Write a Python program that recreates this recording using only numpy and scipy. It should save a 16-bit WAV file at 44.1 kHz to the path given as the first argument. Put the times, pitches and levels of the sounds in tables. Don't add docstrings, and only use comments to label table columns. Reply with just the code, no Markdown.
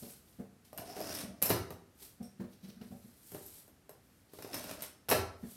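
import sys
import numpy as np
from scipy import signal
from scipy.fft import rfft, irfft, next_fast_len
from scipy.io import wavfile
from scipy.ndimage import uniform_filter1d

SR = 44100
rng = np.random.default_rng(int(sys.argv[2]) if len(sys.argv) > 2 else 0)


def persist_wave(psi):
    counts = np.round(np.clip(psi, -1, 1) * 32767).astype(np.int16)
    wavfile.write(sys.argv[1], SR, np.atleast_2d(counts).T)


N = 245195
TIME = np.arange(N) / SR
AGE = TIME[:SR]

# hz, relative_db
RUMBLE_SPECTRUM = [(40, -33), (90, -5), (200, 1), (400, -8), (630, 3.5), (950, -7), (1500, -8.5),
                   (3000, -23)]
# time_s, axle_buzz_relative_db
LIP_DROPS = [(0.96, -3), (4.48, -12.5)]
# take_off_s, landing_s, card_db, card_centre_hz, boom_db, boom_centre_hz, tick_db, crack_db,
# first_bounce_db
JUMPS = [(1.425, 1.5029, -25.5, 308, -27.5, 142, -26.5, -30, -35.5),
         (5.095, 5.113, -23.5, 571, -39.5, 188, -23, -25, -28.5)]
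AXLE_RE_TICK_DB = -17.5


def from_db(db):
    return 10 ** (np.asarray(db) / 20)


def rms_one(x):
    return x / np.sqrt(np.mean(x ** 2) + 1e-20)


def at_hz(points, hz):
    freq, value = np.transpose(points)
    return np.interp(np.log(np.maximum(hz, 1)), np.log(freq), value)


def colour(x, spectrum):
    gain = from_db(at_hz(spectrum, np.fft.rfftfreq(len(x), 1 / SR)))
    return rms_one(irfft(rfft(x) * gain, len(x)))


def dying(t60_s):
    return np.exp(-np.log(1000) * AGE / t60_s)


def swell(rise_s):
    return 1 - np.exp(-(AGE / rise_s) ** 2)


def near(hz, centre_hz):
    return 1 / (1 + (np.log2(hz / centre_hz) / 0.6) ** 2)


def ring(modes, spread_db, centre_hz=None, detune=0):
    hz, db, t60_s = np.transpose(modes)
    gain = from_db(db + spread_db * rng.standard_normal(len(hz)))
    if centre_hz is not None:
        gain = gain * near(hz, centre_hz)
    gain = gain * rng.choice([-1, 1], len(hz)) / np.linalg.norm(gain)
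    hz = hz * (1 + detune * rng.standard_normal(len(hz)))
    return sum(g * np.sin(2 * np.pi * f * AGE) * dying(t) for g, f, t in zip(gain, hz, t60_s))


def burst(spectrum, t60_s):
    return colour(rng.standard_normal(SR), spectrum) * dying(t60_s)


def grains(spectrum, per_s, spread_db, flutter_db):
    size = next_fast_len(N)
    hits = (rng.random(size) < per_s / SR) * rng.choice([-1, 1], size)
    hits = hits * from_db(spread_db * np.minimum(rng.exponential(1, size), 4))
    slow_noise = uniform_filter1d(uniform_filter1d(rng.standard_normal(N), size=300), size=300)
    return rms_one(colour(hits, spectrum)[:N] * from_db(flutter_db * rms_one(slow_noise)))


def add(track, s, sound):
    start = max(int(s * SR), 0)
    track[start:start + len(sound)] += sound[:N - start]


def room(x, wet_db):
    # hz, t60_s
    decay_t60 = [(80, 0.57), (300, 0.5), (1000, 0.54), (3000, 0.4), (6000, 0.42), (12000, 0.28),
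                 (16000, 0.24)]
    edges_hz = np.geomspace(40, 18000, 13)
    white = rfft(rng.standard_normal(SR))
    hz = np.fft.rfftfreq(SR, 1 / SR)
    tail = np.zeros(SR)
    for low, high in zip(edges_hz, edges_hz[1:]):
        band = irfft(white * (hz >= low) * (hz < high), SR)
        tail += band * dying(at_hz(decay_t60, np.sqrt(low * high)))
    tail *= swell(rise_s=0.0013)
    return x + from_db(wet_db) * signal.fftconvolve(x, tail / np.linalg.norm(tail))[:N]


def brushing():
    # full_pressure_s, rise_s, hold_s, hiss_db, rub_db
    strokes = [(0.0, .05, 0.12, -54, -61), (0.278, 0.083, 0.094, -70.5, -73),
               (0.65, 0.0096, 0.011, -65.5, -67), (2.027, 0.07, 0.011, -51.5, -56),
               (2.229, 0.009, 0.0047, -65.5, -65.5), (2.518, 0.073, .01, -69.5, -67.5),
               (2.638, 0.032, 0.059, -66.5, -61.5), (2.83, 0.048, 0.25, -68.5, -73),
               (3.296, 0.23, 0.29, -55.5, -64), (4.04, .08, 0.17, -75.5, -78),
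               (4.348, 0.074, 0.1, -61.5, -61.5), (5.508, 0.14, .015, -54.5, -60)]
    # hz, relative_db
    hiss_spectrum = [(3500, -14.5), (6500, -8), (8500, -1.5), (10200, -2.5), (12300, 1.5), (14000, -5),
                     (16000, -16)]
    # hz, relative_db
    rub_spectrum = [(400, 5.5), (1200, -6.5), (2800, -1.5), (4300, 3), (6000, -0.5), (7500, -14.5),
                    (11000, -11)]
    rise_db, fade_db_per_s = 23.5, 168
    fine, coarse = np.zeros(N), np.zeros(N)
    for s, rise_s, hold_s, hiss_db, rub_db in strokes:
        rise = -rise_db * np.maximum(s - TIME, 0) / rise_s
        fade = -fade_db_per_s * np.maximum(TIME - s - hold_s, 0)
        stroke = from_db(np.maximum(rise + fade, -120))
        fine += from_db(hiss_db) * stroke
        coarse += from_db(rub_db) * stroke
    hiss = from_db(-1.5) * fine * grains(hiss_spectrum, per_s=12000, spread_db=0.5, flutter_db=1.0)
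    rub = from_db(-2) * coarse * grains(rub_spectrum, per_s=8600, spread_db=2.5, flutter_db=2.6)
    return room(hiss + rub, wet_db=-8)


def footfalls(lead_s):
    # loaded_s, thud_db, rattle_db, rattle_centre_hz, scuff_db
    steps = [(0.03, -40.5, -47.5, 554, -75), (0.397, -34, -45.5, 604, -82), (1.238, -36, -54.5, 587, -65),
             (1.296, -42, -57, 600, -76), (2.21, -35.5, -49.5, 750, -73), (2.405, -30.5, -41.5, 460, -53),
             (2.641, -39, -58, 450, -62), (2.685, -44, -55, 432, -61), (2.773, -46, -65, 406, -64),
             (2.816, -39.5, -51.5, 446, -54.5), (2.916, -36, -50, 810, -73), (3.051, -48, -64, 441, -68),
             (5.437, -35.5, -48.5, 441, -54.5)]
    # hz, relative_db, t60_s
    floor_modes = [(68.6, -18, 0.096), (98.5, -18.5, 0.11), (135.5, -6.5, 0.073), (199, 0, 0.08),
                   (232.9, -2.5, 0.094)]
    # hz, relative_db, t60_s
    board_modes = [(356, 11.5, 0.11), (418.4, 4, .14), (468, 0.5, 0.21), (560.6, 1, 0.14), (601, -10, 0.15),
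                   (713, 0, 0.14), (782, -3.5, 0.14), (1075, -8, 0.068)]
    # hz, relative_db
    scuff_spectrum = [(500, -17.5), (1300, -1.5), (1800, 3), (2600, -9.5), (4300, -7.5), (8000, -33.5)]
    toe_s, toe_db = 0.037, -7
    out = np.zeros(N)
    loading = swell(rise_s=0.016)
    for s, thud_db, rattle_db, rattle_hz, scuff_db in steps:
        for delay_s, db in ((0, 0), (toe_s, toe_db)):
            rattle = ring(board_modes, spread_db=2.0, centre_hz=rattle_hz, detune=0.018)
            step = from_db(thud_db + 12.5) * ring(floor_modes, spread_db=2.5, detune=0.014)
            step += from_db(rattle_db + 8.0) * rattle
            step += from_db(rattle_db - 4.0) * burst(RUMBLE_SPECTRUM, t60_s=0.17)
            step += from_db(scuff_db + 2.5) * burst(scuff_spectrum, t60_s=0.11)
            add(out, s - lead_s + delay_s, from_db(db) * step * loading)
    return room(out, wet_db=-11.0)


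def blow(tick_db, axle_db, crack_db, card_db, card_hz, boom_db, boom_hz):
    # hz, relative_db
    tick_spectrum = [(3000, -38), (6500, -13.5), (8000, -9.5), (9400, -5), (10400, -10), (11600, 1),
                     (12500, -1), (13400, -4), (16000, -18.5)]
    # hz, relative_db
    crack_spectrum = [(400, -27), (950, 6), (1400, -8.5), (2000, -0.5), (2700, 1.5), (3400, -6),
                      (4200, -5.5), (5400, -1), (6600, -12.5), (9000, -22.5)]
    # hz, relative_db, t60_s
    wheel_modes = [(9500, 7, 0.083), (11020, 14, 0.0076), (11530, -9.5, 0.018), (13100, -11, .02)]
    axle_modes = [(4850, -19, .025), (5280, 4, 0.11), (5460, -4, 0.12), (6030, -3, 0.13)]
    deck_modes = [(1313, -2.5, 0.1), (1444, 4.5, 0.011), (1784, 8.5, 0.0096), (2020, -6, 0.033),
                  (2440, -3, .025), (2716, -12, 0.047), (2940, -2, 0.017), (3820, 1.5, 0.037),
                  (4230, -5, 0.091)]
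    card_modes = [(321.6, 3, .08), (367, 2.5, 0.068), (388, 6, 0.084), (438, -1, 0.066), (530, 4.5, 0.037),
                  (581.5, -3, 0.076), (624.4, 1.5, 0.075), (757, -12, 0.049), (796.4, 2, 0.096),
                  (897, -14, 0.06), (1054, -23.5, .04)]
    table_modes = [(61.5, -7.5, 0.34), (85.5, -3.5, 0.41), (99.6, 0, 0.24), (119.5, -1.5, 0.19),
                   (144, -13.5, 0.15), (169.1, -2.5, 0.2), (193.7, 2.5, 0.085), (247.6, -6, 0.33)]
    bright = from_db(tick_db - 6.0) * burst(tick_spectrum, t60_s=0.023)
    bright += from_db(tick_db - 20) * ring(wheel_modes, spread_db=1.5, detune=0.011)
    bright += from_db(axle_db - 7.5) * ring(axle_modes, spread_db=2.5, detune=0.0061)
    bright += from_db(crack_db - 3.0) * burst(crack_spectrum, t60_s=0.038)
    bright += from_db(crack_db - 0.5) * ring(deck_modes, spread_db=1.5, detune=0.03)
    body = from_db(card_db + 0.5) * ring(card_modes, spread_db=1.0, centre_hz=card_hz, detune=0.019)
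    body += from_db(card_db - 6.0) * burst(RUMBLE_SPECTRUM, t60_s=0.06)
    boom = ring(table_modes, spread_db=0.5, centre_hz=boom_hz) * swell(rise_s=0.0067)
    body += from_db(boom_db - 1.5) * boom
    return np.array([bright, body])


def knocks(count):
    # time_s, card_db, card_centre_hz, boom_db, tick_db
    presses = [(0.7301, -47.5, 663, -52, -46), (0.9666, -40, 369, -66, -46), (1.0036, -38, 450.5, -47, -36),
               (1.093, -42.5, 571, -41, -54), (1.705, -37, 402, -40.5, -42), (3.3183, -45, 373, -45, -41),
               (3.3468, -39.5, 423, -45, -40), (3.6788, -56, 353, -75, -53),
               (3.8933, -46.5, 419.5, -60, -45), (4.335, -47, 450, -78, -46),
               (4.3873, -41.5, 430, -66, -53), (4.4459, -40.5, 435, -59, -59)]
    crack_re_card_db, boom_hz = -14, 149
    settle_s, settle_loss_db = 0.018, 9
    for s, card_db, card_hz, boom_db, tick_db in presses:
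        axle_db, crack_db = tick_db + AXLE_RE_TICK_DB, card_db + crack_re_card_db
        for k in range(count):
            sound = blow(tick_db, axle_db, crack_db, card_db, card_hz, boom_db, boom_hz)
            yield s + settle_s * k, from_db(-settle_loss_db * k) * sound


def click(tick_db, axle_db, crack_db):
    card_re_crack_db, card_hz = 0.5, 560
    boom_re_crack_db, boom_hz = -0.5, 192
    card_db, boom_db = crack_db + card_re_crack_db, crack_db + boom_re_crack_db
    return blow(tick_db, axle_db, crack_db, card_db, card_hz, boom_db, boom_hz)


def clicks():
    # time_s, tick_db, axle_db, crack_db
    hits = [(0.7766, -31.5, -68, -50.5), (0.7826, -40, -49, -43), (0.8978, -44, -45.5, -54),
            (1.1493, -30.5, -39, -52), (1.4185, -27, -41, -39.5), (1.425, -13, -52, -33.5),
            (1.4586, -23, -34, -43), (1.497, -20.5, -56, -37), (2.814, -58, -72, -55.5),
            (3.4627, -38.5, -62, -64), (4.4235, -38, -52, -48), (4.5324, -45, -38, -45),
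            (4.5428, -28.5, -37.5, -41.5), (4.641, -40, -59, -46.5), (4.7114, -39, -61, -45.5),
            (4.8219, -27, -45, -50), (5.0861, -37, -55, -39.5), (5.0902, -24.5, -37, -33),
            (5.1005, -18.5, -56, -33.5)]
    for s, *levels_db in hits:
        yield s, click(*levels_db)


def run_gain(index):
    # time_s, rasp_db, card_load_db, bearing_hiss_db
    runs = [
        [(0.8, -64, -47.5, -63), (0.846, -64.5, -55, -58), (0.908, -53, -44.5, -57), (0.93, -58, -51, -59),
         (1.0, -51, -42.5, -51), (1.03, -53.5, -45, -53), (1.078, -46, -47.5, -49.5),
         (1.216, -52.5, -50.5, -43.5), (1.318, -83, -57, -73), (1.39, -72, -64, -88)],
        [(4.47, -62, -57, -60), (4.516, -57, -50, -58), (4.546, -47, -41, -44), (4.596, -51, -53, -47),
         (4.606, -56, -48.5, -52), (4.724, -52.5, -51, -48.5), (4.786, -58.5, -54.5, -63),
         (4.808, -49, -56, -55), (4.824, -55, -61, -41.5), (4.91, -84, -76, -66)],
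    ]
    gain = np.zeros(N)
    for rows in map(np.array, runs):
        outside_s = np.maximum(rows[0, 0] - TIME, 0) + np.maximum(TIME - rows[-1, 0], 0)
        level = from_db(np.interp(TIME, rows[:, 0], rows[:, index]))
        gain += level * np.exp(-outside_s / 0.03)
    return gain


def ramp_mode(middle_hz, lip_oct, width_hz, bumps_per_s, spread_db):
    nears_s, leaves_s = 0.18, 0.052
    at_lip = np.zeros(N)
    for s, _ in LIP_DROPS:
        at_lip += np.exp(-np.maximum(s - TIME, 0) / nears_s - np.maximum(TIME - s, 0) / leaves_s)
    phase = 2 * np.pi * np.cumsum(middle_hz * 2 ** (lip_oct * at_lip)) / SR
    bumps = (rng.random(N) < bumps_per_s / SR) * rng.choice([-1, 1], N)
    bumps = bumps * from_db(spread_db * rng.standard_normal(N))
    shifted = bumps * np.exp(-1j * phase) + 1e-18
    ringing = signal.lfilter([1], [1, -np.exp(-np.pi * width_hz / SR)], shifted)
    return rms_one(np.imag(ringing * np.exp(1j * phase)))


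def rolling():
    # hz, relative_db
    rasp_spectrum = [(700, -1), (1100, -5), (1310, 3.5), (1400, -6), (1530, 5.5), (1720, -5.5),
                     (1880, -0.5), (2150, -9), (2490, -3), (3700, -10), (4600, -2), (5280, -2),
                     (6600, -5.5), (9000, -10)]
    buzz_spectrum = [(3900, -22), (4800, -4.5), (5250, 0.5), (5650, -2.5), (6200, -9.5), (7200, -19)]
    hiss_spectrum = [(4000, -5), (7200, -11), (8600, -3), (10200, -4.5), (11500, -3.5), (12600, -6),
                     (14000, -10.5), (16000, -31)]
    low_mode = ramp_mode(274, lip_oct=0.75, width_hz=77, bumps_per_s=160, spread_db=3.0)
    high_mode = ramp_mode(614, lip_oct=0.35, width_hz=70, bumps_per_s=200, spread_db=4)
    rumble = grains(RUMBLE_SPECTRUM, per_s=890, spread_db=0.0, flutter_db=0.0)
    card = from_db(-7.5) * low_mode + from_db(-7) * high_mode + from_db(-13.5) * rumble
    fibres = grains(rasp_spectrum, per_s=900, spread_db=3.5, flutter_db=2.2)
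    bearings = grains(hiss_spectrum, per_s=3000, spread_db=3.5, flutter_db=1.8)
    axles = grains(buzz_spectrum, per_s=250, spread_db=3, flutter_db=2)
    buzz_db = np.interp(TIME, *np.transpose(LIP_DROPS))
    rasp = from_db(-4) * fibres + from_db(buzz_db) * axles
    hiss = from_db(-3) * bearings
    mix = run_gain(index=1) * rasp + run_gain(index=2) * card + run_gain(index=3) * hiss
    return room(mix, wet_db=-5.5)


def rattles(count):
    spacing_s, tick_db, crack_db, spread_db = 0.011, -29, -43.5, 2
    for take_off_s, landing_s, *_ in JUMPS:
        for k in range(count):
            s = take_off_s + spacing_s * (k + 1 + 0.15 * rng.standard_normal())
            level_db = spread_db * rng.standard_normal()
            if s < landing_s:
                yield s, from_db(level_db) * click(tick_db, tick_db + AXLE_RE_TICK_DB, crack_db)


def landings(count):
    touch_s, touch_crack_loss_db = 0.006, 3
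    bounce_s, bounce_shrinks, bounce_loss_db = 0.035, 0.7, 3.5
    tick_re_card_db, crack_re_card_db = -14, -10
    bounce_boom_db, bounce_boom_hz = -34, 84
    for _, s, card_db, card_hz, boom_db, boom_hz, tick_db, crack_db, bounce_db in JUMPS:
        for k in range(count):
            crack = crack_db - touch_crack_loss_db * k
            axle = tick_db + AXLE_RE_TICK_DB
            yield s + touch_s * k, blow(tick_db, axle, crack, card_db, card_hz, boom_db, boom_hz)
        for k in range(count):
            s += bounce_s * bounce_shrinks ** k
            card = bounce_db - bounce_loss_db * k
            boom = bounce_boom_db - bounce_loss_db * k / 2
            tick, crack = card + tick_re_card_db, card + crack_re_card_db
            yield s, blow(tick, tick + AXLE_RE_TICK_DB, crack, card, card_hz, boom, bounce_boom_hz)


def contacts():
    bright, body = np.zeros(N), np.zeros(N)
    for s, (high, low) in [*knocks(count=3), *clicks(), *rattles(count=7), *landings(count=3)]:
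        add(bright, s, high)
        add(body, s, low)
    return room(bright, wet_db=-1.0) + room(body, wet_db=-6.5)


def clink(count):
    # time_s, level_db
    first_s, first_db = (2.229, -55)
    # hz, relative_db, t60_s
    free_wheel_modes = [(5600, -2, 0.078), (5630, 2, 0.093), (8650, 0, 0.048), (9150, -5, 0.055),
                        (8800, 2, 0.057), (12260, -7, .03)]
    spacing_s, loss_db = 0.012, 1.5
    out = np.zeros(N)
    for k in range(count):
        ringing = ring(free_wheel_modes, spread_db=2, detune=0.02)
        add(out, first_s + spacing_s * k, from_db(first_db - loss_db * k) * ringing)
    return room(out, wet_db=-1.5)


def room_noise(level_db):
    # hz, relative_db
    noise_spectrum = [(15, -38), (25, -9), (70, 6.5), (149, 1.5), (249, 1), (489, -7.5), (607, -9),
                      (988, -15.5), (1260, -12.5), (3430, -20.5), (5570, -21.5), (7510, -22.5),
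                      (12200, -22), (14000, -25), (16000, -38.5)]
    return from_db(level_db) * colour(rng.standard_normal(next_fast_len(N)), noise_spectrum)[:N]


def scene():
    people = brushing() + footfalls(lead_s=0.013)
    board = contacts() + rolling() + clink(count=3)
    return (people + board + room_noise(level_db=-65.5))[None]


def record(dry):
    thin = signal.sosfilt(signal.butter(2, 50, "high", fs=SR, output="sos"), dry)
    return signal.sosfilt(signal.ellip(10, 0.2, 70, 15900, fs=SR, output="sos"), thin)


dry = scene()
out = record(dry)
persist_wave(out)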